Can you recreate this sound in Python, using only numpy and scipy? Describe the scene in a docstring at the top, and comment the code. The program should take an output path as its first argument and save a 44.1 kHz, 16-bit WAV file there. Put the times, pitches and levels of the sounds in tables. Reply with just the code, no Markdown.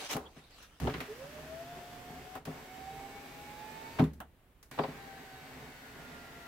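"""Power window in a stripped car door

In a garage a sleeve rustles (grainy filtered noise) and a hand lands on the switch panel (struck modes).
The glass judders out of its seal by stick and slip and goes down in two runs, dragging as rubbed modes.
The motor's whine follows its commutator rate, rising with speed, over the scrape and hiss of brushes.
The bottom stop clunks and rings the door; then the glass climbs again, slowing under the load."""
import sys
import numpy as np
from scipy import signal
from scipy.fft import rfft, irfft, next_fast_len
from scipy.io import wavfile
from scipy.ndimage import uniform_filter1d

SR = 44100
rng = np.random.default_rng(int(sys.argv[2]) if len(sys.argv) > 2 else 0)


def store_wav(level_fs):
    """Save 16-bit WAV to argv[1]."""
    pcm = np.round(np.clip(np.atleast_2d(level_fs), -1, 1) * 32767)
    wavfile.write(sys.argv[1], SR, pcm.T.astype(np.int16))


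N = 285327
TIME = np.arange(N) / SR  # s

# runs of the motor, down, down and up:
# start_s, stop_s, kick_db, whirr_db at the start, drift_db_per_s, slide_db before the glass trim
RUNS = [(.8, 2.379, -46.5, -52.5, -1.5, -52.5), (2.454, 3.99, -50, -55, 1.5, -51),
        (4.713, 6.47, -51, -55, 0, -51.3)]
# speed within each run: time_s, commutator_hz before jitter
FIRST_DOWN_SPEED = [(1.08, 405), (1.115, 427.7), (1.19, 513.2), (1.31, 596), (1.49, 633), (1.7, 698),
                    (2.08, 720.6), (2.3, 738.3), (2.385, 754)]
SECOND_DOWN_SPEED = [(2.5, 692), (2.56, 733), (2.66, 741.3), (3.0, 784.2), (3.28, 811), (3.63, 849),
                     (3.98, 920.6)]
CLIMB_SPEED = [(4.9, 805), (5.2, 771), (5.5, 750), (5.8, 736), (6.08, 706), (6.3, 692)]
# relative spectrum of the motor's whirr each way: frequency_hz, level_db
WHIRR_DOWN = [(30, -13), (250, 4), (650, 5), (1100, -0.5), (1750, 0.5), (2300, -4), (2600, -1.5),
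              (3800, -7.5), (5500, -8), (7500, -13), (9500, -16), (14000, -13), (16000, -17)]
WHIRR_UP = [(30, -32), (250, -2), (700, 1), (1200, -2.5), (1900, 1.5), (2300, -5.5), (2600, -3), (3600, -9),
            (5500, -11.5), (7500, -17), (9500, -18.5), (14000, -16), (16000, -18)]
# prominent shaft orders each way: multiple of the shaft rate, level_db before the order trim
ORDERS_DOWN = [(22, 6), (25, 6.5), (27, 5), (28, 9.5), (29, 5), (42, 6), (44, 6), (46, 7), (49, 6),
               (50, 8.5), (70, 7), (100, 11), (160, 10), (180, 10)]
ORDERS_UP = [(22, 5), (25, 4), (28, 8), (29, 4), (50, 9), (60, 6)]
COMMUTATOR_BARS = 10
# resonances of the motor can: frequency_hz, width_hz, lift_db
CAN_MODES = [(1730, 90, 5), (1950, 60, 4), (2230, 130, 7.5), (3520, 100, 3.5), (3810, 160, 8),
             (4520, 250, 7), (7750, 500, 8), (11800, 500, 4), (14000, 900, 6)]
# how well the door radiates the whine, and its octave: frequency_hz, level_db before the lifts below
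WHINE_RADIATION = [(405, -52), (425, -37.5), (465, -50), (535, -43), (610, -46), (645, -40.5), (700, -47.5),
                   (735, -56.5), (752, -47), (785, -46.5), (812, -54), (830, -48), (905, -46.5)]
OCTAVE_RADIATION = [(850, -77), (1200, -60), (1380, -68), (1415, -65), (1470, -75), (1570, -70.5),
                    (1660, -82), (1790, -60.5)]
# lifts of the whine each way: whine_db, octave_db, whine_fade_db_per_s
LIFTS_DOWN = (0, 0, 0)
LIFTS_UP = (-1.5, 8, 8.5)
# scrape against hiss at the nominal commutator rate; it grows with speed
SCRAPE_DB, SCRAPE_DB_PER_OCTAVE, NOMINAL_HZ = -0.5, 16, 824

# modes of the door with its glass: frequency_hz, struck_db, t60_s when struck, rubbed_db
DOOR_MODES = [(71, -17, 0.73, -0.5), (131.8, -21, 0.37, -2.5), (155.2, 4, 0.17, 1.5), (221, 1.5, 0.094, -5),
              (255.7, 5, 0.11, 3.5), (367.4, 0, 0.1, -1), (420, -0.5, .18, -1), (466, -27, 0.056, -31),
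              (544, -4, 0.11, -8), (655, 4, 0.056, -2.5), (762, -3, 0.15, -8), (902, -32, 0.6, -9.5),
              (1030, -17, 0.16, -14)]
# dense ring of sheet metal and garage: frequency_hz, t60_s
DENSE_RING = [(80, 0.94), (300, 0.41), (1000, 0.2), (2500, 0.19), (6000, 0.22), (14000, 0.12)]
# how strongly a blow feeds the dense ring: frequency_hz, level_db
SHEET_FEED = [(50, -24), (100, -18), (160, -6), (400, 0), (800, 1), (1200, -1), (2000, -4), (4000, -12),
              (8000, -18), (15000, -18)]
SLIDE_RISE_S, SLIDE_FALL_S = 0.018, 0.055  # the glass gets going and comes to rest
# glass tearing out of the seal: time_s, level_db, mean slip_rate_hz
JUDDER = [(.8, -67, 178), (.82, -35, 155), (.85, -32.5, 110), (.88, -35.5, 127), (.92, -44, 130),
          (.965, -42.5, 182), (1.02, -48, 98)]

# edges of the thump, knock, clack and tick bands: frequency_hz
BAND_EDGES_HZ = [62, 300, 1150, 4500, 16000]
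# kinds of blow, levels relative to each event:
# thump_db, knock_db, clack_db, tick_db, hold_s, damping_s (time constant)
KICK = (-4, -1, -2, -7, .004, .05)
THUD = (0, -0.5, -16, -31, 0.12, .4)
KNOCK = (-13, 0, -12.5, -38, 0.0045, .3)
CLACK = (-15, -3, 0, -20, 0.0752, .06)
TICK = (-22, -6, -3, 0, 0.1037, .045)
# soft thuds of the hand and of the pane shifting in its runs: time_s, level_db
THUDS = [(.148, -37.5), (.364, -55), (1.238, -52), (1.72, -61.5), (2.096, -50), (2.471, -42), (2.49, -49.5),
         (4.88, -44)]
# knocks as the gear takes up or drops its load, and the hand pressing home: time_s, level_db
KNOCKS = [(.164, -34.5), (.872, -30), (2.354, -43.5), (4.778, -41.5), (4.788, -26.5), (4.836, -34.5)]
# the pane chattering in its frame: time_s, level_db
CLACKS = [(.897, -45), (.939, -41.5), (1.004, -41), (4.039, -50), (4.837, -47)]
# light ticks of plastic: time_s, level_db
TICKS = [(.111, -44.5), (.128, -45), (.626, -60), (1.004, -53), (2.452, -55), (4.039, -57), (4.134, -65),
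         (4.628, -59.5), (4.712, -59)]
STOP_S = 3.987  # the carrier reaches the bottom stop
# first contact, full blow and the door's rebound:
# delay_s, thump_db, knock_db, clack_db, tick_db, hold_s, damping_s (time constant)
STOP_STAGES = [(0, -56, -34, -41.5, -62, .01, .05), (.007, -23.5, -26, -39.5, -54, .014, .6),
               (.031, -22, -48, -69, -59, .013, .9)]

# the rocker switch touched by the landing hand, then let go twice: time_s, snap_db, tick_db
SWITCH_CLICKS = [(.167, -46.5, -39), (2.353, -46.5, -50), (4.203, -45, -48.5)]
# colour of its hollow panel: frequency_hz, level_db
PANEL = [(200, 2), (500, -1), (680, 10.5), (1040, 6), (1400, 3.5), (1650, 0.5), (2400, -15.5), (2850, -5.5),
         (5000, -27), (16000, -14)]
# strokes of the sleeve, and its faint drag in between: start_s, length_s, level_db
STROKES = [(-.02, .088, -44), (.084, 0.047, -36.8), (.2, .59, -66), (.345, .045, -63), (.49, .08, -66),
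           (.56, 0.088, -62)]
STROKE_RISE_S, STROKE_FALL_S = 0.026, 0.018  # each stroke swells and dies away
# relative spectrum of the cloth: frequency_hz, level_db
CLOTH = [(59, -45), (100, -7), (224, -7), (276, -2), (388, -9), (460, 1), (631, -6), (702, 0.5),
         (886, -4.5), (1400, -8), (3990, -7), (15800, -26.5)]
# short squeaks of the glass: time_s, pitch_hz, level_db, half_length_s
SQUEAKS = [(.27, 3300, -58, .013), (4.83, 4700, -57, .018)]
# relative spectrum of the still garage: frequency_hz, level_db
AIR = [(15, -43), (25, 2.5), (59, 0), (184, -9), (241, -11.5), (342, -13.5), (691, -17.5), (834, -20),
       (3130, -29), (5820, -38.5), (15800, -34.5)]
AIR_DB = -63.5
# side against mid: frequency_hz, gain_db
WIDTH = [(200, -16), (500, -11.5), (1000, -3.5), (4000, -1.5), (9000, 1.5)]
CUT_HZ = 15900  # upper band limit


def amp(db):
    """Amplitude ratio: 20 dB is a factor of ten."""
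    return 10 ** (np.asarray(db) / 20)


def unit(x):
    """Normalization: each channel is scaled to rms 1."""
    return x / np.sqrt(np.mean(x ** 2, axis=-1, keepdims=True) + 1e-20)


def read(points, hz):
    """Interpolation of a table on a logarithmic frequency axis."""
    f, value = np.transpose(points)
    return np.interp(np.log(hz + 1), np.log(f + 1), value)


def colour(x, points):
    """Linear filtering: the spectrum is multiplied by a gain curve in dB."""
    length = x.shape[-1]
    size = next_fast_len(length + 2048)
    gain = amp(read(points, np.fft.rfftfreq(size, 1 / SR)))
    return irfft(rfft(x, size) * gain, size)[..., :length]


def curve(rows, axis):
    """Interpolation in time of one table column."""
    rows = np.array(rows)
    return np.interp(TIME, rows[:, 0], rows[:, axis])


def gate(on, off, rise, fall):
    """Envelope: a linear onset, then exponential decay after off."""
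    return np.clip((TIME - on) / rise, 0, 1) * np.exp(-np.maximum(TIME - off, 0) / fall)


def wander(hz):
    """Random modulation of rms 1: straight lines join hz new random values a second."""
    return unit(np.interp(TIME * hz, np.arange(N), rng.standard_normal(N)))


def add(mix, s, sound):
    """Superposition: a sound is summed into the mix from s seconds on."""
    part = mix[:, round(s * SR):][:, :sound.shape[1]]
    part += sound[:, :part.shape[1]]


def motor(run, speed, whirr, orders, lifts_db, jitter=0.000688, grit=0.073, coast=0.016,
          flutter=0.21, waver_db=2.2):
    """Commutation: bars passing the brushes whine at their rate, over brush scrape and hiss."""
    on, off, _, whirr_db, drift_db, _ = run
    since_on = TIME - on
    hz = curve(speed, axis=1)
    turns = np.cumsum(hz * (1 + jitter * wander(70))) / SR / COMMUTATOR_BARS
    phase = 2 * np.pi * COMMUTATOR_BARS * turns

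    # the whine swells and fades as it glides through the door's radiation curve
    whine_db, octave_db, fade_db = lifts_db
    whine = amp(read(WHINE_RADIATION, hz) + whine_db - fade_db * since_on) * np.sin(phase)
    whine += amp(read(OCTAVE_RADIATION, 2 * hz) + octave_db) * np.sin(2 * phase)
    whine *= gate(speed[0][0], off, 0.0092, coast)
    whine *= (1 + flutter * wander(80)) * amp(waver_db * wander(18))

    hiss = unit(rng.standard_normal((2, N)) * np.exp(grit * wander(700)))
    bite = amp(SCRAPE_DB + SCRAPE_DB_PER_OCTAVE * np.log2(hz / NOMINAL_HZ))
    brushes = (bite * scrape(turns, orders) + hiss) / np.hypot(bite, 1)  # a power-preserving blend
    body = unit(colour(brushes, whirr))
    body = body * amp(whirr_db + drift_db * since_on) * gate(on, off, 0.0013, coast)
    return body + np.array([whine, whine * wander(6.5)])


def scrape(turns, orders, bars_db=5, wet=0.94):
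    """Periodicity: brushes and worm repeat one pattern each shaft turn, so they sound its harmonics."""
    heights = amp(2 * rng.standard_normal(220))
    heights[::COMMUTATOR_BARS] *= amp(bars_db)
    for order, db in orders:
        heights[order] = amp(db - 0.5)
    heights[0] = 0
    phases = np.exp(2j * np.pi * rng.random((2, len(heights))))
    patterns = irfft(heights * phases, 4096)
    direct = np.array([np.interp(turns % 1, np.linspace(0, 1, len(p)), p) for p in patterns])
    reverberant = unit(signal.oaconvolve(direct, ring(), axes=1)[:, :N])
    sound = unit(direct) + wet * reverberant
    lifted = sound
    for hz, width, db in CAN_MODES:
        b, a = signal.iirpeak(hz, hz / width, SR)
        lifted = lifted + (amp(db) - 1) * signal.lfilter(b, a, sound)
    return unit(lifted)


def glass(db=-2, lumpy_db=2.0):
    """Sliding friction: the pane drags in its felt runs and rumbles the door while the motor turns."""
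    drag = 0
    for on, off, *_, slide_db in RUNS:
        drag = drag + amp(slide_db) * gate(on, off, SLIDE_RISE_S, SLIDE_FALL_S)
    return rubbed(rng.standard_normal((2, N))) * drag * amp(db + lumpy_db * wander(14))


def judder(uneven=0.12, rough=1.0):
    """Stick and slip: the glass leaves the top seal in small jumps that drive the door."""
    slip_hz = curve(JUDDER, axis=2) * (1 + uneven * wander(90))
    slips = np.diff(np.floor(np.cumsum(slip_hz) / SR), prepend=0)  # one impulse a slip
    drive = unit(slips) + rough * rng.standard_normal((2, N))
    sound = unit(colour(rubbed(drive), [(130, -1.0), (300, -1.0), (900, -12.0)]))
    return sound * amp(curve(JUDDER, axis=1)) * gate(JUDDER[0][0], JUDDER[-1][0], 0.0024, 0.022)


def rubbed(x, damping=1.53):
    """Forced vibration: a steady drive excites the door's modes, damped by the rubber seal."""
    out = 0
    for hz, _, t60, db in DOOR_MODES:
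        quality = hz * t60 / (np.log(1000) / np.pi * damping)
        b, a = signal.iirpeak(hz, quality, SR)
        out = out + amp(db) * unit(signal.lfilter(b, a, x))
    return unit(out)


def blows():
    """Impulsive excitation: motor starts, hand, gear and pane strike the door, and the end stop clunks."""
    out = np.zeros((2, N))
    kicks = [(on, db) for on, _, db, *_ in RUNS]
    groups = [(KICK, kicks), (THUD, THUDS), (KNOCK, KNOCKS), (CLACK, CLACKS), (TICK, TICKS)]
    for kind, rows in groups:
        for s, db in rows:
            add(out, s, amp(db) * blow(kind))
    for delay, *stage in STOP_STAGES:
        add(out, STOP_S + delay, blow(stage))
    return out


def blow(kind, dense_db=-7, crack_db=7, crack_s=0.011, first_s=0.00907):
    """Free vibration: a blow rings the door's modes and dense sheet-metal tail, levelled band by band."""
    *levels, hold, damping_s = kind
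    tail = colour(ring(hold), SHEET_FEED)
    t = np.arange(tail.shape[1]) / SR
    modes = sum(amp(db - 60 * t / t60) * np.cos(2 * np.pi * hz * t) for hz, db, t60, _ in DOOR_MODES)
    modes = modes * (1 - np.exp(-t / 0.002))  # soft contact
    struck = unit(modes) + amp(dense_db) * unit(tail) * (1 + amp(crack_db) * np.exp(-t / crack_s))
    struck = struck * np.exp(-t / damping_s)
    out = 0
    for lo, hi, db in zip(BAND_EDGES_HZ, BAND_EDGES_HZ[1:], levels):
        sos = signal.butter(3, [lo, hi], "band", fs=SR, output="sos")
        band = signal.sosfilt(sos, struck)
        out = out + amp(db) * band / band[0, t < first_s].std()  # level of the first moments
    return out


def ring(hold=0):
    """Reverberant decay: mid and side noise holds briefly, then each frequency dies at its own rate."""
    hz, t, z = signal.stft(rng.standard_normal((2, SR // 2)), SR, nperseg=256)
    decay_db = -60 * np.maximum(t - hold, 0) / read(DENSE_RING, hz)[:, None]
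    return signal.istft(z * amp(decay_db), SR, nperseg=256)[1]


def switch(hold=0.0018, ring_s=0.055, tick_s=0.004):
    """Impulse response: the rocker is touched or let go with a tick and briefly rings its plastic panel."""
    out = np.zeros((2, N))
    for s, snap_db, tick_db in SWITCH_CLICKS:
        snap = colour(ring(hold), PANEL)
        t = np.arange(snap.shape[1]) / SR
        snap = snap * np.exp(-t / ring_s)
        tick = rng.standard_normal(snap.shape) * np.exp(-t / tick_s)
        add(out, s, amp(snap_db) * snap / snap[0, t < 0.025].std() + amp(tick_db) * tick)
    return out


def sleeve(grain=0.14, patchy_db=3, wet=0.18):
    """Granular friction: cloth rubs in small catches coloured by its folds; the garage answers."""
    catches = rng.standard_normal((2, N)) * np.exp(grain * wander(400))
    _, _, z = signal.stft(catches, SR, nperseg=512)
    folds = uniform_filter1d(rng.standard_normal(z.shape[1:]), size=8, axis=0)
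    folds = unit(uniform_filter1d(folds, size=10, axis=1))
    rub = signal.istft(z * amp(patchy_db * folds), SR, nperseg=512)[1][:, :N]
    strokes = 0
    for s, length, db in STROKES:
        strokes = strokes + amp(db) * gate(s, s + length, STROKE_RISE_S, STROKE_FALL_S)
    rub = unit(colour(rub, CLOTH)) * strokes
    tail = ring()
    return rub + wet * signal.oaconvolve(rub, tail / np.linalg.norm(tail[0]), axes=1)[:, :N]


def squeaks():
    """Narrow-band noise: the glass squeaks in brief bursts, each about one pitch."""
    out = np.zeros((2, N))
    for s, hz, db, half_length in SQUEAKS:
        t = np.arange(-2 * half_length, 2 * half_length, 1 / SR)
        noise = rng.standard_normal((2, len(t)))
        band = unit(colour(noise, [(hz * 0.7, -45), (hz, 0), (hz * 1.4, -45)]))
        add(out, s + t[0], band * amp(db) * np.exp(-(t / half_length) ** 2))
    return out


def garage_air():
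    """Stationary noise: the still garage is a steady hush weighted to the bass."""
    return amp(AIR_DB) * unit(colour(rng.standard_normal((2, N)), AIR))


def scene():
    """Superposition of all sources as mid and side; the bass is almost the same in both channels."""
    first, second, third = RUNS
    down = motor(first, FIRST_DOWN_SPEED, WHIRR_DOWN, ORDERS_DOWN, LIFTS_DOWN)
    down = down + motor(second, SECOND_DOWN_SPEED, WHIRR_DOWN, ORDERS_DOWN, LIFTS_DOWN)
    up = motor(third, CLIMB_SPEED, WHIRR_UP, ORDERS_UP, LIFTS_UP)
    door = glass() + judder() + blows()
    mid, side = down + up + door + switch() + sleeve() + squeaks() + garage_air()
    side = colour(side, WIDTH)
    return np.array([mid + side, mid - side])


def record(dry):
    """Channel response: the left has less bass and more top treble than the right; then a band limit."""
    left = colour(dry[0], [(200, -2.0), (1000, -1.0), (2000, 0.3), (5000, -1.6), (13000, -0.3)])
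    right = colour(dry[1], [(200, 0.34), (1000, -1.33), (2000, 1.06), (5000, -2.2), (13000, -1.7)])
    lowpass = signal.firwin(511, CUT_HZ, window=("kaiser", 9), fs=SR)
    return signal.oaconvolve(np.array([left, right]), lowpass[None], "same", axes=1)


dry = scene()
out = record(dry)
store_wav(out)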